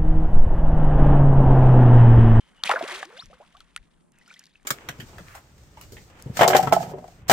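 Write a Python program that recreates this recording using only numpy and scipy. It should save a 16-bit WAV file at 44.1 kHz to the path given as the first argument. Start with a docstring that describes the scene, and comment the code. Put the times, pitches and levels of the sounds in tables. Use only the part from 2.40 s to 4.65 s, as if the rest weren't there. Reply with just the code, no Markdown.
"""A faint open-air hush, a thin whistle of taut line and light wind rumble come first, on a close pair of mics.
Then a hooked fish thrashes at the surface of a calm lake beside a boat and is lifted out dripping.
Slaps are shaped noise bursts, big bubbles are dying sines that mostly rise, churned water and spray are
ringing grains over hiss; wet squeaks and gulps are gliding tones, and a lone drop falls between.
The run-off is a shower of tiny rising chirps; hush, ripples and wind are filtered noise."""
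import sys
import numpy as np
from scipy import signal
from scipy.fft import rfft, irfft
from scipy.io import wavfile

SR = 44100
rng = np.random.default_rng(int(sys.argv[2]) if len(sys.argv) > 2 else 0)


def volts(x):
    """Linear amplitude factor 10**(x/20) for a level x in dB, scalar or array-like."""
    e = np.asarray(x, float) / 20
    return 10 ** e


def materialize(psi):
    """Save the field psi as 16-bit PCM at rate SR to the path in sys.argv[1].

    A 1-D psi becomes a single channel; in a 2-D psi each row is a channel.
    """
    bounded = np.clip(np.atleast_2d(psi).T, -1, 1)
    quanta = np.round(bounded * 32767).astype(np.int16)
    wavfile.write(sys.argv[1], SR, quanta)


N = 99225  # samples, 2.25 s

# open-air hush, spectrum shape: [f/Hz, relative level/dB]
AIR_SPECTRUM = [(100, -6), (166, 7), (519, -6), (1340, -12.5), (1490, -33), (2220, -73), (3250, -41.5),
                (9340, -18), (15500, -58)]
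AIR_DB = -75  # mid level above 300 Hz, before its slow drift
# ripples lapping the hull
LAP_HZ, LAP_WIDTH_HZ, LAP_DB = 172.9, 100, -72

# wind rumble: [t/s, level/dB]
WIND_LEVEL = [(0, -83), (.2, -63), (.3, -81), (.8, -74), (.87, -51.5), (.95, -58), (1.32, -66), (1.48, -62),
              (1.75, -69), (2.09, -69.5), (2.25, -64)]
WIND_CUT_HZ, WIND_LUMPS_DB = 52, 6
WIND_RIGHT_DB, WIND_RIGHT_OWN = -9, 1.1  # right gain; share of rumble heard on the right alone

# taut line hissing through the water, one curve each: [t/s, f/Hz, level/dB]
LINE_CURVES = [
    [(0, 3130, -69), (.15, 3110, -76.5), (.175, 2900, -62), (.222, 3030, -58)],
    [(1.725, 2925, -73), (1.76, 2640, -72), (1.81, 2590, -69)],
]
LINE_BLUR_HZ = 130

# gulps, air pockets that shrink and climb, one curve each: [t/s, f/Hz, level/dB]
GULP_CURVES = [
    [(.518, 350, -42), (.595, 410, -52), (.625, 680, -45)],
    [(.652, 290, -51), (.695, 400, -52), (.71, 540, -49)],
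    [(.724, 450, -51), (.77, 535, -52), (.798, 780, -48)],
]
# wet squeaks, air forced through a closing gap: [t/s, f/Hz, level/dB]
LONG_SQUEAK = [(.774, 1993, -54), (.79, 3200, -45), (.8, 3840, -34), (.818, 5470, -53), (.835, 5480, -55.5),
               (.846, 5900, -61)]
SHORT_SQUEAK_CURVE = [(0.767, 3340, -47), (.773, 3560, -43), (0.784, 5420, -56), (0.788, 6170, -55)]
OVERTONE_DB = -23.5  # octave, against the tone

# run-off from the lifted fish
DRIPS_FROM_S, DRIPS_TO_S, DRIP_COUNT = 1.72, 2.24, 230
DRIP_LOW_HZ, DRIP_HIGH_HZ = 1500, 8000  # range of starting pitches
DRIP_DB, DRIP_CYCLES = 5, 40  # base level over the spray; starting-pitch cycles to fall 60 dB

# churned water: [t/s, small-bubble level/dB, spray level/dB]
CHURN_LEVELS = [(0, -68.5, -70), (.23, -63.5, -66.5), (.25, -37.5, -42.5), (.265, -42, -32.5),
                (.285, -44.5, -37.5), (.3, -23, -44), (.325, -25.5, -33.5), (.345, -33.5, -45.5),
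                (.4, -37, -52.5), (.45, -41, -45.5), (.51, -38, -39), (.65, -46.5, -49),
                (.675, -58.5, -62.5), (.73, -52.5, -59), (.83, -63.5, -55.5), (.88, -69, -66),
                (1.01, -62, -66), (1.18, -69, -68.5), (1.4, -73, -71.5), (1.71, -79.5, -84),
                (1.75, -71.5, -78), (1.92, -66, -61.5), (2.08, -80.5, -72), (2.25, -73.5, -76.5)]
# small bubbles, spectrum shape: [f/Hz, relative level/dB]
FOAM_SPECTRUM = [(150, -46), (250, -11.5), (411, -15), (524, -3.5), (738, -4), (1030, 0.5), (2000, -2.5),
                 (3600, -32.5)]
# airborne droplets, spectrum shape: [f/Hz, relative level/dB]
SPRAY_SPECTRUM = [(1060, -48.5), (1800, -14), (3300, -13.5), (4720, -21.5), (9790, -27.5), (11300, -41.5),
                  (12400, -47), (15500, -63)]
FOAM_PER_S, SPRAY_PER_S = 3500, 3500  # grains per second before clumping
FOAM_CYCLES, SPRAY_CYCLES = 4.0, 3.5  # ring: pitch over bandwidth of each resonance
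GRAIN_SPREAD_DB, CLUMP_DB = 2.5, 3.0
FOAM_WIDE_DB, SPRAY_WIDE_DB = -12, 0  # stereo width; each side takes half

# large bubbles: [t/s, starting f/Hz, starting level/dB, t60/s, initial rise/(octaves/s)]
BIG_BUBBLES = [(.255, 183, -25, 0.023, 14), (.274, 2146, -18.5, 0.023, 48), (.294, 763, -9, 0.036, 1.5),
               (.314, 1290, -13.5, 0.058, 7.5), (.305, 781, -24, 0.186, 3.5), (.339, 533, -17.5, 0.055, -1),
               (.358, 606, -25.5, 0.1, 9), (.36, 1338, -19.5, 0.062, 16.5), (.359, 1625, -25.5, 0.066, 5),
               (.41, 641, -21.5, 0.077, 6.5), (.425, 297.6, -36, 0.67, 26), (.628, 743, -24, 0.039, 7),
               (.628, 1670, -17.5, 0.014, 12), (.768, 1490, -45.5, 0.049, 8), (.8, 1024, -53, 0.24, 7),
               (.823, 1364, -37.5, 0.034, -18), (.83, 122, -35.5, 0.054, 1), (.9, 558, -47, 0.17, 12.5),
               (.93, 511, -47.5, 0.1, -0.5), (.93, 1210, -44.5, 0.051, 21), (1.001, 561, -45.5, 0.16, 7.5),
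               (1.006, 727, -41, 0.086, 18), (1.14, 659, -59.5, 0.55, 5), (1.148, 1065, -49.5, 0.094, 18.5),
               (1.206, 1357, -43.5, 0.04, -3), (1.3632, 1332, -32.5, 0.033, 10.5),
               (1.3632, 8720, -28, 0.026, 12), (1.376, 1757, -38, .025, 35), (1.813, 1885, -51.5, 0.06, 7),
               (1.877, 1440, -45.5, 0.048, 0), (1.903, 2330, -41, 0.042, 14), (1.912, 1453, -39, 0.04, 0),
               (1.941, 3340, -43, 0.042, -6.5), (1.961, 1905, -47.5, 0.075, 5.5),
               (2.156, 2680, -39, 0.015, -16)]
BUBBLE_RISE_CYCLES, BUBBLE_LIFE_CYCLES = 0.64, 32
BUBBLE_WOBBLE_DB, BUBBLE_JITTER, WOBBLE_HZ = 3.5, .03, 130  # jitter is a share of the pitch

# slaps and droplet ticks: [t/s, peak level/dB, centre f/Hz, t60/s]
SLAP_HITS = [(0.237, -10.5, 3690, 0.0096), (0.2359, -22, 1300, 0.0078), (0.276, -25.5, 3060, 0.026),
             (0.292, -18.5, 1400, 0.058), (0.294, -16, 2870, 0.0087), (0.629, -27.5, 1280, 0.018),
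             (.39, -35, 4120, 0.04), (0.559, -28.5, 3650, 0.02), (0.654, -33.5, 4720, 0.0091),
             (0.858, -37, 5200, 0.0068), (1.205, -36.5, 3700, 0.0095), (1.363, -18.5, 2610, 0.0046),
             (1.3638, -40, 7300, 0.027), (1.375, -38.5, 3400, 0.011), (1.72, -47.5, 6890, 0.0065),
             (1.787, -43, 7780, 0.0076), (1.879, -44, 6400, 0.011), (1.939, -42, 5230, 0.018),
             (1.993, -34, 5870, 0.013), (2.038, -42.5, 4280, 0.021), (2.0564, -39, 4710, 0.0026),
             (2.066, -45.5, 4160, 0.023), (1.168, -44.5, 3285, .025), (2.23, -52.5, 6500, 0.0089)]
SLAP_WIDTH_OF_CENTRE, SLAP_BROAD_DB, SLAP_RISE_S = 0.6, -20, .0004
SLAP_TOP = 4.5  # the crisp layer reaches up to this multiple of the centre
SNAP_DB, SNAP_T60_S = 22, .006  # longer hits get a softer opening snap

# water in the stereo pair: [f/Hz, left minus right level/dB]
LEFT_OVER_RIGHT = [(60, 7), (550, -1.5), (1650, 1.5), (4970, 2), (15000, -9)]
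# phase lead of the left side, negative for a lag: [f/Hz, phase/rad]
LEFT_PHASE = [(60, 0), (4570, -0.9), (8530, -1.8), (15300, 0.11)]
WATER_LOW_HZ = 130
TOP_HZ = 15950


def in_time(rows):
    """Columns of a table, joined by straight lines in time."""
    s, *cols = np.transpose(rows)
    return [np.interp(np.arange(N) / SR, s, c) for c in cols]


def at_hz(points, hz):
    """Read a spectrum curve on a log-frequency axis."""
    p = np.array(points)
    return np.interp(np.log(hz), np.log(p[:, 0]), p[:, 1])


def rms_one(x):
    """Scale to rms 1."""
    return x / np.sqrt(np.mean(x ** 2) + 1e-20)


def drift(rate_hz):
    """Smooth random wander of rms 1: noise through two one-pole low-passes."""
    r = np.exp(-2 * np.pi * rate_hz / SR)
    noise = rng.standard_normal(N + SR)
    return rms_one(signal.lfilter([1], [1, -2 * r, r * r], noise)[SR:])


def fft_hz():
    """Bin frequencies, kept above zero for the log axis."""
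    return np.maximum(np.fft.rfftfreq(N, 1 / SR), 1)


def coloured(spectrum):
    """Noise of a given spectrum, rms 1."""
    white = rfft(rng.standard_normal(N))
    return rms_one(irfft(white * volts(at_hz(spectrum, fft_hz())), N))


def resonance(x, hz, width_hz):
    """Two-pole resonance, gain about 1 at its top."""
    r = np.exp(-np.pi * width_hz / SR)
    gain = (1 - r * r) / 2
    return signal.lfilter([gain, 0, -gain], [1, -2 * r * np.cos(2 * np.pi * hz / SR), r * r], x)


def fade_ends(rows, fade_s):
    """Straight fades at both ends of a curve, silence outside it."""
    t = np.arange(N) / SR
    return np.clip(np.minimum(t - rows[0][0], rows[-1][0] - t) / fade_s, 0, 1)


def backdrop():
    """Open-air hush as wide coloured noise, and ripples at the hull as low resonant noise."""
    mid, side = coloured(AIR_SPECTRUM), coloured(AIR_SPECTRUM)
    high_pass = signal.butter(4, 300, "high", fs=SR, output="sos")
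    rms_above = np.mean(signal.sosfilt(high_pass, mid) ** 2) ** .5
    wide = mid + volts(1.0) * side * [[1], [-1]]
    hush = volts(AIR_DB + 2.5 * drift(3.8)) / rms_above * wide
    lap = rng.standard_normal(N)
    for _ in range(2):
        lap = resonance(lap, LAP_HZ, LAP_WIDTH_HZ)
    return hush + volts(LAP_DB + 3.5 * drift(3.3)) * rms_one(lap)


def wind():
    """Lumpy low-band noise, stronger on the left; the right adds rumble of its own."""
    band = signal.butter(2, [18, WIND_CUT_HZ], "band", fs=SR, output="sos")
    shared, own = signal.sosfilt(band, rng.standard_normal((2, N + SR)))[:, SR:]
    lumps = volts(WIND_LUMPS_DB * drift(7.1))
    left = shared * lumps
    right = volts(WIND_RIGHT_DB) * (shared + WIND_RIGHT_OWN * own) * lumps
    return volts(in_time(WIND_LEVEL)[0]) * np.array([left, right]) / np.std((left + right) / 2)


def line_hiss(rows):
    """Taut line in water: a blurred whistle, narrow noise around a slowly moving pitch."""
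    hz, db = in_time(rows)
    phase = 2 * np.pi * np.cumsum(hz) / SR
    blurred = drift(LINE_BLUR_HZ) * np.sin(phase) + drift(LINE_BLUR_HZ) * np.cos(phase)
    return fade_ends(rows, .006) * volts(db) * blurred


def gliding_tone(rows):
    """A wavering tone on a pitch curve, with a faint octave."""
    hz, db = in_time(rows)
    phase = 2 * np.pi * np.cumsum(hz) / SR
    wobble = volts(2 * drift(200))
    tone = np.sin(phase) + volts(OVERTONE_DB) * np.sin(2 * phase)
    return fade_ends(rows, .003) * wobble * volts(db) * tone


def gulps():
    """Air pockets shrink, so their tones climb."""
    return sum(gliding_tone(rows) for rows in GULP_CURVES)


def squeaks():
    """Air forced through a closing wet gap: two overlapping glides."""
    return gliding_tone(LONG_SQUEAK) + gliding_tone(SHORT_SQUEAK_CURVE)


def drips():
    """Water runs off the lifted fish: many tiny chirps that rise and die."""
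    out, t = np.zeros(N + 1000), np.arange(1000) / SR
    spray_db = in_time(CHURN_LEVELS)[1]
    for when, size, loud, bend in rng.random((DRIP_COUNT, 4)):
        i = int((DRIPS_FROM_S + (DRIPS_TO_S - DRIPS_FROM_S) * when) * SR)
        hz = DRIP_LOW_HZ * (DRIP_HIGH_HZ / DRIP_LOW_HZ) ** size
        phase = 2 * np.pi * hz * t * (1 + 25 * bend * t)
        start_db = spray_db[i] + DRIP_DB - 3.35 * np.log(loud + 0.026)  # a few drips stand out
        out[i:i + 1000] += volts(start_db - 60 * t * hz / DRIP_CYCLES) * np.sin(phase)
    return out[:N]


def grains(spectrum, per_s, cycles, noise_share, wide_db):
    """Clumped random clicks ring a few cycles, each a little to one side, over a smooth hiss."""
    sizes = volts(GRAIN_SPREAD_DB * np.minimum(rng.exponential(1, N), 5)) * rng.choice([-1, 1], N)
    born = rng.random(N) < per_s * volts(CLUMP_DB * drift(25)) / SR
    pitches = np.geomspace(spectrum[0][0], spectrum[-1][0], 24)
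    dealt = rng.integers(0, 24, N)  # which pitch each click rings
    ringing = np.zeros((2, N))
    for k, hz in enumerate(pitches):
        clicks = sizes * born * (dealt == k)
        side = volts(wide_db) * rng.choice([-1, 1], N) * [[1], [-1]] / 2
        ring = clicks * (1 + side) + 1e-18
        for _ in range(2):
            ring = resonance(ring, hz, hz / cycles)
        ringing += volts(at_hz(spectrum, hz)) * ring
    hiss = coloured(spectrum) + volts(wide_db) / 2 * coloured(spectrum) * [[1], [-1]]
    return np.sqrt(1 - noise_share) * rms_one(ringing) + np.sqrt(noise_share) * hiss


def churn():
    """Small bubbles ring low and spray rings high, both following the thrashing."""
    foam_db, spray_db = in_time(CHURN_LEVELS)
    foam = grains(FOAM_SPECTRUM, FOAM_PER_S, FOAM_CYCLES, 0.085, FOAM_WIDE_DB)
    spray = grains(SPRAY_SPECTRUM, SPRAY_PER_S, SPRAY_CYCLES, 0.34, SPRAY_WIDE_DB)
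    return volts(foam_db) * foam + volts(spray_db + CLUMP_DB * drift(51)) * spray


def bubbles():
    """Dying sines, most climbing as the bubble nears the surface; each bursts soon after."""
    out, t = np.zeros(N + 4000), np.arange(4000) / SR
    wobble, jitter = drift(WOBBLE_HZ), drift(WOBBLE_HZ)
    for k, (s, hz, db, t60, rise) in enumerate(BIG_BUBBLES):
        own = slice(1500 * k, 1500 * k + 4000)  # this bubble's stretch of the wander
        octaves = np.minimum(rise * t * (1 + 5.1 * t), 1.2)
        pitch = hz * (1 + BUBBLE_JITTER * jitter[own]) * 2 ** octaves
        onset = 1 - np.exp(-t * hz / BUBBLE_RISE_CYCLES)
        life_s = min(.045, BUBBLE_LIFE_CYCLES / hz)
        burst = np.clip((life_s - t) / 0.0038, 0, 1)
        shape = volts(db - 60 * t / t60 + BUBBLE_WOBBLE_DB * wobble[own]) * onset * burst
        i = int(s * SR)
        out[i:i + 4000] += shape * np.sin(2 * np.pi * np.cumsum(pitch) / SR)
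    return out[:N]


def slaps():
    """Short noise bursts, coloured by the size of what hits the water."""
    out, t = np.zeros(N + 4000), np.arange(4000) / SR
    for s, db, hz, t60 in SLAP_HITS:
        burst = rng.standard_normal(4000) * volts(-60 * t / t60) * (1 - np.exp(-t / SLAP_RISE_S))
        # one opening sample gives short hits a clean snap
        burst[0] = volts(SNAP_DB - 20 * np.log10(1 + (t60 / SNAP_T60_S) ** 2))
        crisp_band = [500, min(SLAP_TOP * hz, TOP_HZ)]
        crisp = signal.sosfilt(signal.butter(3, crisp_band, "band", fs=SR, output="sos"), burst)
        width_hz = hz * SLAP_WIDTH_OF_CENTRE
        body = resonance(resonance(burst, hz, width_hz), hz, width_hz)
        hit = body + volts(SLAP_BROAD_DB) * resonance(crisp, 3000, 5000)
        i = int(s * SR)
        out[i:i + 4000] += volts(db) * hit / np.abs(hit).max()
    return out[:N]


def place_water(water):
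    """Tilt level and phase between left and right by frequency."""
    hz = fft_hz()
    half_tilt_db = at_hz(LEFT_OVER_RIGHT, hz) / 2
    left = volts(half_tilt_db) * np.exp(1j * at_hz(LEFT_PHASE, hz))
    right = volts(-half_tilt_db)
    return irfft(rfft(water) * np.array([left, right]), N)


def scene():
    """All sources at the microphone pair."""
    water = sum(map(line_hiss, LINE_CURVES)) + gulps() + squeaks() + drips()
    water = water + churn() + bubbles() + slaps()
    low_cut = signal.butter(2, WATER_LOW_HZ, "high", fs=SR, output="sos")
    return backdrop() + wind() + place_water(signal.sosfilt(low_cut, water))


def band_limit(x):
    """A steep low-pass at the top of the band."""
    return signal.sosfilt(signal.butter(12, 15760, fs=SR, output="sos"), x)


def record(dry):
    """Finish the mix with a steep low-pass, 60 dB down from TOP_HZ upward."""
    top_cut = signal.cheby2(10, 60, TOP_HZ, fs=SR, output="sos")
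    finished = signal.sosfilt(top_cut, dry)
    return band_limit(finished)


dry = scene()
out = record(dry)
materialize(out)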